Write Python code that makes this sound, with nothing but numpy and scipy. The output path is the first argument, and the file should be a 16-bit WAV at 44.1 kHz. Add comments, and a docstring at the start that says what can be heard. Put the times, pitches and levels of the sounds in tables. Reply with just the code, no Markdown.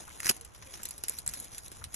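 """Hand pruners cut a woody stem close by: fibres crack one by one over a crunch, the stem snaps
and rings, the handles thud on their stop, the blades click. The worker then steps over dry plants,
which rustle and crackle, with soft footfalls and boot knocks. Brief rubs, three faint tones and
a low outdoor rumble lie behind. Cracks are decaying noise bursts; thuds are damped sines."""
import sys
import numpy as np
from scipy import signal
from scipy.fft import rfft, irfft, next_fast_len
from scipy.io import wavfile
from scipy.ndimage import uniform_filter1d

SR = 44100
rng = np.random.default_rng(int(sys.argv[2]) if len(sys.argv) > 2 else 0)


def transcribe(u):
    """Save the signal u as a 16-bit wav file named by the first command-line argument.

    u: samples, shape (n,) or (channels, n), limited to [-1, 1]; the rate is SR.
    q: integer samples, one column per channel.
    """
    v = np.clip(np.atleast_2d(u).T, -1, 1)
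    q = np.round(v * 32767).astype(np.int16)
    wavfile.write(sys.argv[1], SR, q)


N = 85995

# Levels are taken ahead of each layer's gain and filters.
# fibres giving way under the blade: t/s, level/dB
FIBRE_BREAKS = [(.2027, -31), (.2042, -29), (.2105, -38), (.2232, -38), (.2316, -29), (.2458, -26),
                (.2565, -25), (.2592, -20), (.2677, -17), (.2778, -29), (.2810, -28)]
# envelope of wood being crushed and torn: t/s, level/dB
CRUNCH_ENVELOPE = [(.228, -49), (.258, -37.5), (.285, -32.5), (.297, -44.5), (.316, -38), (.338, -82)]
# fractures of the final snap: t/s, level/dB
SNAP_BREAKS = [(.2888, -30), (.2909, -18), (.2936, -11), (.2966, -12.5), (.2996, -20), (.3052, -29)]
# stem resonances: f/Hz, level/dB re each break
WOOD_MODES = [(1600, -19.5), (2550, -19)]
# handles hitting their stop and rebounding: t/s, level/dB
HANDLE_HITS = [(.3012, -20), (.3063, -30)]
# steel touching steel: t/s, level/dB
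BLADE_HITS = [(.3003, -21), (.3110, -17)]
# dry stalks breaking: t/s, level/dB, woody body/dB re level
STALK_BREAKS = [(0.3658, -38, -11.5), (0.411, -37.5, -12.5), (0.4486, -37, -12), (0.5483, -46, -4),
                (0.624, -48.5, 3), (0.7387, -34.5, -6), (0.8322, -30.5, -15.5), (0.8542, -26, -16.5),
                (0.888, -33, -19), (0.9085, -31, -15), (0.98, -34.5, -20), (1.0373, -25.5, -12),
                (1.083, -24.5, -15), (1.187, -26, -27), (1.2636, -30.5, -13.5), (1.2770, -35, -7.5),
                (1.29, -27.5, -14.5), (1.3368, -25.5, -16), (1.4006, -30, -39), (1.444, -36, -22),
                (1.547, -37.5, -12.5), (1.5813, -27.5, -19), (1.717, -37, -12), (1.8406, -31, -12),
                (1.9428, -26, -13)]
# brittle stalks parting in one tick: t/s, level/dB
STALK_TICKS = [(.079, -32), (1.0962, -13.5), (1.2772, -14.5), (1.6818, -28)]
# rustle of clothes and plants: t/s, level/dB
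RUSTLE_ENVELOPE = [(0, -42), (.05, -51.5), (.33, -47), (.39, -56), (.50, -61), (.725, -49.5), (.76, -46.5),
                   (.95, -53.5), (1.065, -53.5), (1.11, -45.5), (1.19, -46), (1.245, -62.5), (1.295, -50.5),
                   (1.37, -44.5), (1.50, -52.5), (1.57, -45), (1.62, -55.5), (1.66, -44.5), (1.69, -56),
                   (1.77, -48.5), (1.89, -62), (1.95, -43)]
# treble shelf of the rustle: t/s, gain/dB
RUSTLE_SHELF = [(.3, -4), (.8, -5), (1.1, -0.5), (1.55, -2), (1.8, -3)]
# footfalls: peak t/s, level/dB, 1/e half width/s
FOOTFALLS = [(0.61, -53.5, 0.032), (1.298, -49.5, 0.049), (1.841, -48.5, 0.064)]
# boot knocks on soil: t/s, level/dB
BOOT_KNOCKS = [(1.039, -38), (1.718, -39)]
# rubs of gloves, blade and boots: t/s, centre f/Hz, level/dB
RUBS = [(.008, 614, -51), (0.083, 1070, -46.5), (0.11, 1750, -51), (0.63, 900, -56), (0.8, 1320, -49.5),
        (1.822, 1350, -49.5)]
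# background tones: peak t/s, f/Hz at the peak, level/dB
FAINT_TONES = [(.385, 760, -56), (.422, 465, -55), (.685, 530, -56)]
# source spectra: f/Hz, relative level/dB
FIBRE_SPECTRUM = [(100, -6), (600, -12), (1150, -3.5), (1900, 2), (2700, -4), (3500, -13), (4500, -4.5),
                  (7200, -1), (9200, -2), (11000, 3), (12300, -12), (13500, -23)]
SNAP_SPECTRUM = [(100, -21.5), (400, -11.5), (680, -23), (1300, -6), (2100, -7), (2550, 0), (3200, -2),
                 (3800, -19), (4600, -0.5), (7400, -0.5), (11200, 0.5), (12100, -7.5), (12700, -4.5),
                 (13700, -27)]
BLADE_SPECTRUM = [(1000, -7), (7000, -11), (9300, -24), (10400, 6.5), (11400, -15), (13000, -37)]
CRISP_SPECTRUM = [(2000, -61), (4000, -9), (6000, -14.5), (7200, 1.5), (9000, 1), (10300, 5), (11200, 1),
                  (12200, -8), (13200, -19), (16000, -43)]
WOODY_SPECTRUM = [(100, -34.5), (500, -4), (2600, 1.5), (3700, -4.5), (6000, 5), (16000, -50)]
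RUSTLE_SPECTRUM = [(100, -3.5), (260, -0.5), (700, -5), (1500, -8), (3800, -7.5), (5000, -8), (6500, -1.5),
                   (8500, -6), (10600, 6), (11700, -7), (12600, -15), (14000, -57)]
STEP_SPECTRUM = [(20, -15), (75, 2), (130, -5), (2000, -65)]
AIR_SPECTRUM = [(20, -8), (40, -0.5), (70, 2.5), (250, -14.5), (1000, -14), (10000, -41), (14000, -79)]
# stereo balance of cut and ground: f/Hz, left minus right level/dB
CUT_BALANCE = [(100, 7), (400, -11.5), (950, 14.5), (1400, 1), (2000, -8), (2900, -9.5), (4300, 6),
               (5200, -0.5)]
GROUND_BALANCE = [(100, 2.5), (300, -12), (750, 10), (1500, 4.5), (2300, -.5)]
# phase lead of left over right: f/Hz, phase/rad
LEFT_LEAD = [(250, 0), (500, 1.3), (1000, 3.2), (1500, 5.4), (2400, 6.5), (3450, 6.4), (4000, 7.5),
             (5500, 12.2), (6500, 12.8), (8100, 15.3), (9500, 15.75), (12000, 18.85)]


def stem(ring_t60_s=0.0067):
    """Fibres crack over a rising crunch, then the stem snaps in a volley; each break rings the wood."""
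    t = np.arange(N) / SR
    fibres = amp(4) * bursts(FIBRE_BREAKS, t60_s=0.0035, tail_db=-16, tail_t60_s=0.035)
    crunch = amp(curve(CRUNCH_ENVELOPE)) * grainy(grains_per_s=700, spread_db=4, apart_db=-12)
    crunch *= (t > CRUNCH_ENVELOPE[0][0]) & (t < CRUNCH_ENVELOPE[-1][0])
    snap = amp(2) * bursts(SNAP_BREAKS, t60_s=0.0068, tail_db=-13, tail_t60_s=0.045)
    ring = np.zeros(N)
    for at_s, db in FIBRE_BREAKS + SNAP_BREAKS:
        age_s = np.maximum(t - at_s, 0)
        for hz, mode_db in WOOD_MODES:
            ring += amp(db + mode_db - 60 * age_s / ring_t60_s) * np.sin(2 * np.pi * hz * age_s)
    return coloured(fibres + crunch, FIBRE_SPECTRUM) + coloured(snap, SNAP_SPECTRUM) + ring


def pruners():
    """Handles thud on their stop; the blades click as they close and open."""
    thud = amp(6) * thumps(HANDLE_HITS, hz=365, t60_s=0.0085)
    clicks = bursts(BLADE_HITS, t60_s=0.007, tail_db=-15, tail_t60_s=0.035)
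    return thud + coloured(clicks, BLADE_SPECTRUM)


def dry_stalks():
    """Stalks break and splinter as the worker moves; thicker ones add a woody body."""
    cracks = splintered([(at_s, db) for at_s, db, _ in STALK_BREAKS])
    bodies = [(at_s, db + body_db) for at_s, db, body_db in STALK_BREAKS]
    crisp = amp(1.5) * bursts(cracks, t60_s=0.0068, tail_db=-17.5, tail_t60_s=0.056)
    woody = amp(1) * bursts(bodies, t60_s=0.016, tail_db=-4.5, tail_t60_s=0.092)
    ticks = bursts(STALK_TICKS, t60_s=0.002, tail_db=-19, tail_t60_s=0.024)
    stalks = coloured(crisp + ticks, CRISP_SPECTRUM) + coloured(woody, WOODY_SPECTRUM)
    return patchy(stalks, depth_db=3)


def rustle(shelf_hz=7500):
    """Clothes and dry plants rustle: grainy noise of varying level and treble."""
    grains = coloured(grainy(grains_per_s=580, spread_db=4, apart_db=-5.5), RUSTLE_SPECTRUM)
    treble = filtered(grains, lambda hz: 1 - 1 / (1 + (hz / shelf_hz) ** 8))
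    shelved = grains + (amp(curve(RUSTLE_SHELF)) - 1) * treble
    return amp(curve(RUSTLE_ENVELOPE)) * patchy(shelved, depth_db=2.6)


def footsteps():
    """Boots on soil: soft swells of low noise and two dull knocks."""
    weight = sum(amp(db) * swell(at_s, half_s) for at_s, db, half_s in FOOTFALLS)
    low_noise = unit(coloured(noise_pair(apart_db=-5.5), STEP_SPECTRUM))
    return weight * low_noise + thumps(BOOT_KNOCKS, hz=350, t60_s=0.018)


def scuffs():
    """Gloves, blade and boots rub: each a short swell of band noise."""
    out = np.zeros((2, N))
    for at_s, hz, db in RUBS:
        friction = band(noise_pair(apart_db=45), hz, half_octaves=0.66)
        out += amp(db) * swell(at_s, half_s=0.0072) * friction
    return out


def faint_tones(rise_octaves_per_s=0.84):
    """Brief background tones, each rising slightly in pitch."""
    t = np.arange(N) / SR
    out = np.zeros(N)
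    for at_s, hz, db in FAINT_TONES:
        glide_hz = hz * 2 ** (rise_octaves_per_s * (t - at_s))
        out += amp(db) * swell(at_s, half_s=0.019) * np.sin(2 * np.pi * np.cumsum(glide_hz) / SR)
    return out


def air(level_db=-55.5):
    """Steady low rumble of the open field, independent in each channel."""
    return amp(level_db) * unit(coloured(rng.standard_normal((2, N)), AIR_SPECTRUM))


def bursts(events, t60_s, tail_db, tail_t60_s):
    """Per event, a short near-mono crack with a weaker, longer, diffuse tail."""
    t = np.arange(SR // 5) / SR
    out = np.zeros((2, N + SR))
    crack_decay = amp(-60 * t / t60_s)
    crack_rms = np.sqrt(np.mean(crack_decay ** 2))
    tail_decay = amp(tail_db - 60 * t / tail_t60_s)
    for at_s, db in events:
        crack = crack_rms * unit(crack_decay * noise_pair(apart_db=-34, size=len(t)))
        tail = tail_decay * noise_pair(apart_db=7.5, size=len(t))
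        start = round(at_s * SR)
        out[:, start:start + len(t)] += amp(db) * (crack + tail)
    return out[:, :N]


def splintered(events, count=2, max_delay_s=0.007, splinter_db=-7):
    """The breaks, each followed by weaker splinters at random delays."""
    splinters = [(at_s + delay_s, db + splinter_db)
                 for at_s, db in events for delay_s in max_delay_s * rng.random(count)]
    return events + splinters


def thumps(events, hz, t60_s, rise_s=0.00074, high_pass_hz=121):
    """Dull blows: one low mode swings up and dies within a few cycles."""
    out = np.zeros(N)
    for at_s, db in events:
        age_s = np.maximum(np.arange(N) / SR - at_s, 0)
        envelope = amp(db - 60 * age_s / t60_s) * (1 - np.exp(-age_s / rise_s))
        out += envelope * np.sin(2 * np.pi * hz * age_s)
    return signal.sosfilt(signal.butter(2, high_pass_hz, 'high', fs=SR, output='sos'), out)


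def grainy(grains_per_s, spread_db, apart_db):
    """Stereo noise in tiny grains of uneven strength, rms 1."""
    knots = np.clip(rng.standard_normal(N), -2.5, 2.5)
    strength = np.interp(np.arange(N) * grains_per_s / SR, np.arange(N), knots)
    return unit(amp(spread_db * strength) * noise_pair(apart_db))


def patchy(x, depth_db):
    """Random gain over time and frequency, as different stalks take part."""
    frames = signal.stft(x, nperseg=512)[2]
    field = rng.standard_normal(frames.shape[1:])
    field = uniform_filter1d(uniform_filter1d(field, size=9, axis=0), size=6, axis=1)
    return signal.istft(frames * amp(depth_db * unit(field)), nperseg=512)[1][:, :N]


def noise_pair(apart_db, size=N):
    """Stereo noise, rms 1: a shared part plus each channel's own, apart_db re the shared."""
    noise = rng.standard_normal((3, size))
    return unit(noise[0] + amp(apart_db) * noise[1:])


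def coloured(x, spectrum):
    """Minimum-phase filter that keeps the level of white noise."""
    def response(hz):
        cepstrum = irfft(np.log(unit(amp(along(spectrum, hz)))))
        half = len(cepstrum) // 2
        return np.exp(rfft(np.r_[cepstrum[0], 2 * cepstrum[1:half], np.zeros(half)]))
    return filtered(x, response)


def band(x, centre_hz, half_octaves):
    """Bell-shaped band of x, rms 1."""
    return unit(filtered(x, lambda hz: np.exp(-(np.log2((hz + 1) / centre_hz) / half_octaves) ** 2)))


def panned(x, balance):
    """Constant-power pan per frequency."""
    def response(hz):
        left_db = along(balance, hz)
        return np.sqrt(2 / (1 + amp([-left_db, left_db]) ** 2))
    return filtered(x, response)


def filtered(x, response):
    """x through a complex frequency response."""
    size = 2 * next_fast_len(N)
    return irfft(rfft(x, size) * response(np.fft.rfftfreq(size, 1 / SR)), size)[..., :N]


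def swell(at_s, half_s):
    """Gaussian envelope, 1/e at half_s from its peak."""
    return np.exp(-((np.arange(N) / SR - at_s) / half_s) ** 2)


def curve(rows):
    """(t/s, value) rows as one value per sample."""
    return np.interp(np.arange(N) / SR, *np.transpose(rows))


def along(rows, hz):
    """(f/Hz, value) rows read on a log axis."""
    knots_hz, values = np.transpose(rows)
    return np.interp(np.log(hz + 1), np.log(knots_hz + 1), values)


def amp(db):
    """dB to gain."""
    return 10 ** (np.asarray(db) / 20)


def unit(x):
    """x at rms 1."""
    return x / np.sqrt(np.mean(x ** 2) + 1e-20)


def scene():
    """The close cut, the ground below, the air around."""
    cut = stem() + pruners()
    ground = dry_stalks() + rustle() + footsteps() + scuffs()
    return panned(cut, CUT_BALANCE) + panned(ground, GROUND_BALANCE) + faint_tones() + air()


def record(dry):
    """Band-limited microphone pair; left leads right in phase."""
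    top_hz, edge_hz = 15800, 400

    def response(hz):
        phase_rad = np.outer([0.5, -0.5], along(LEFT_LEAD, hz))
        low_pass = np.clip((top_hz - hz) / edge_hz + 0.5, 0, 1)
        return np.exp(1j * phase_rad) * low_pass
    return filtered(dry, response)


dry = scene()
out = record(dry)
transcribe(out)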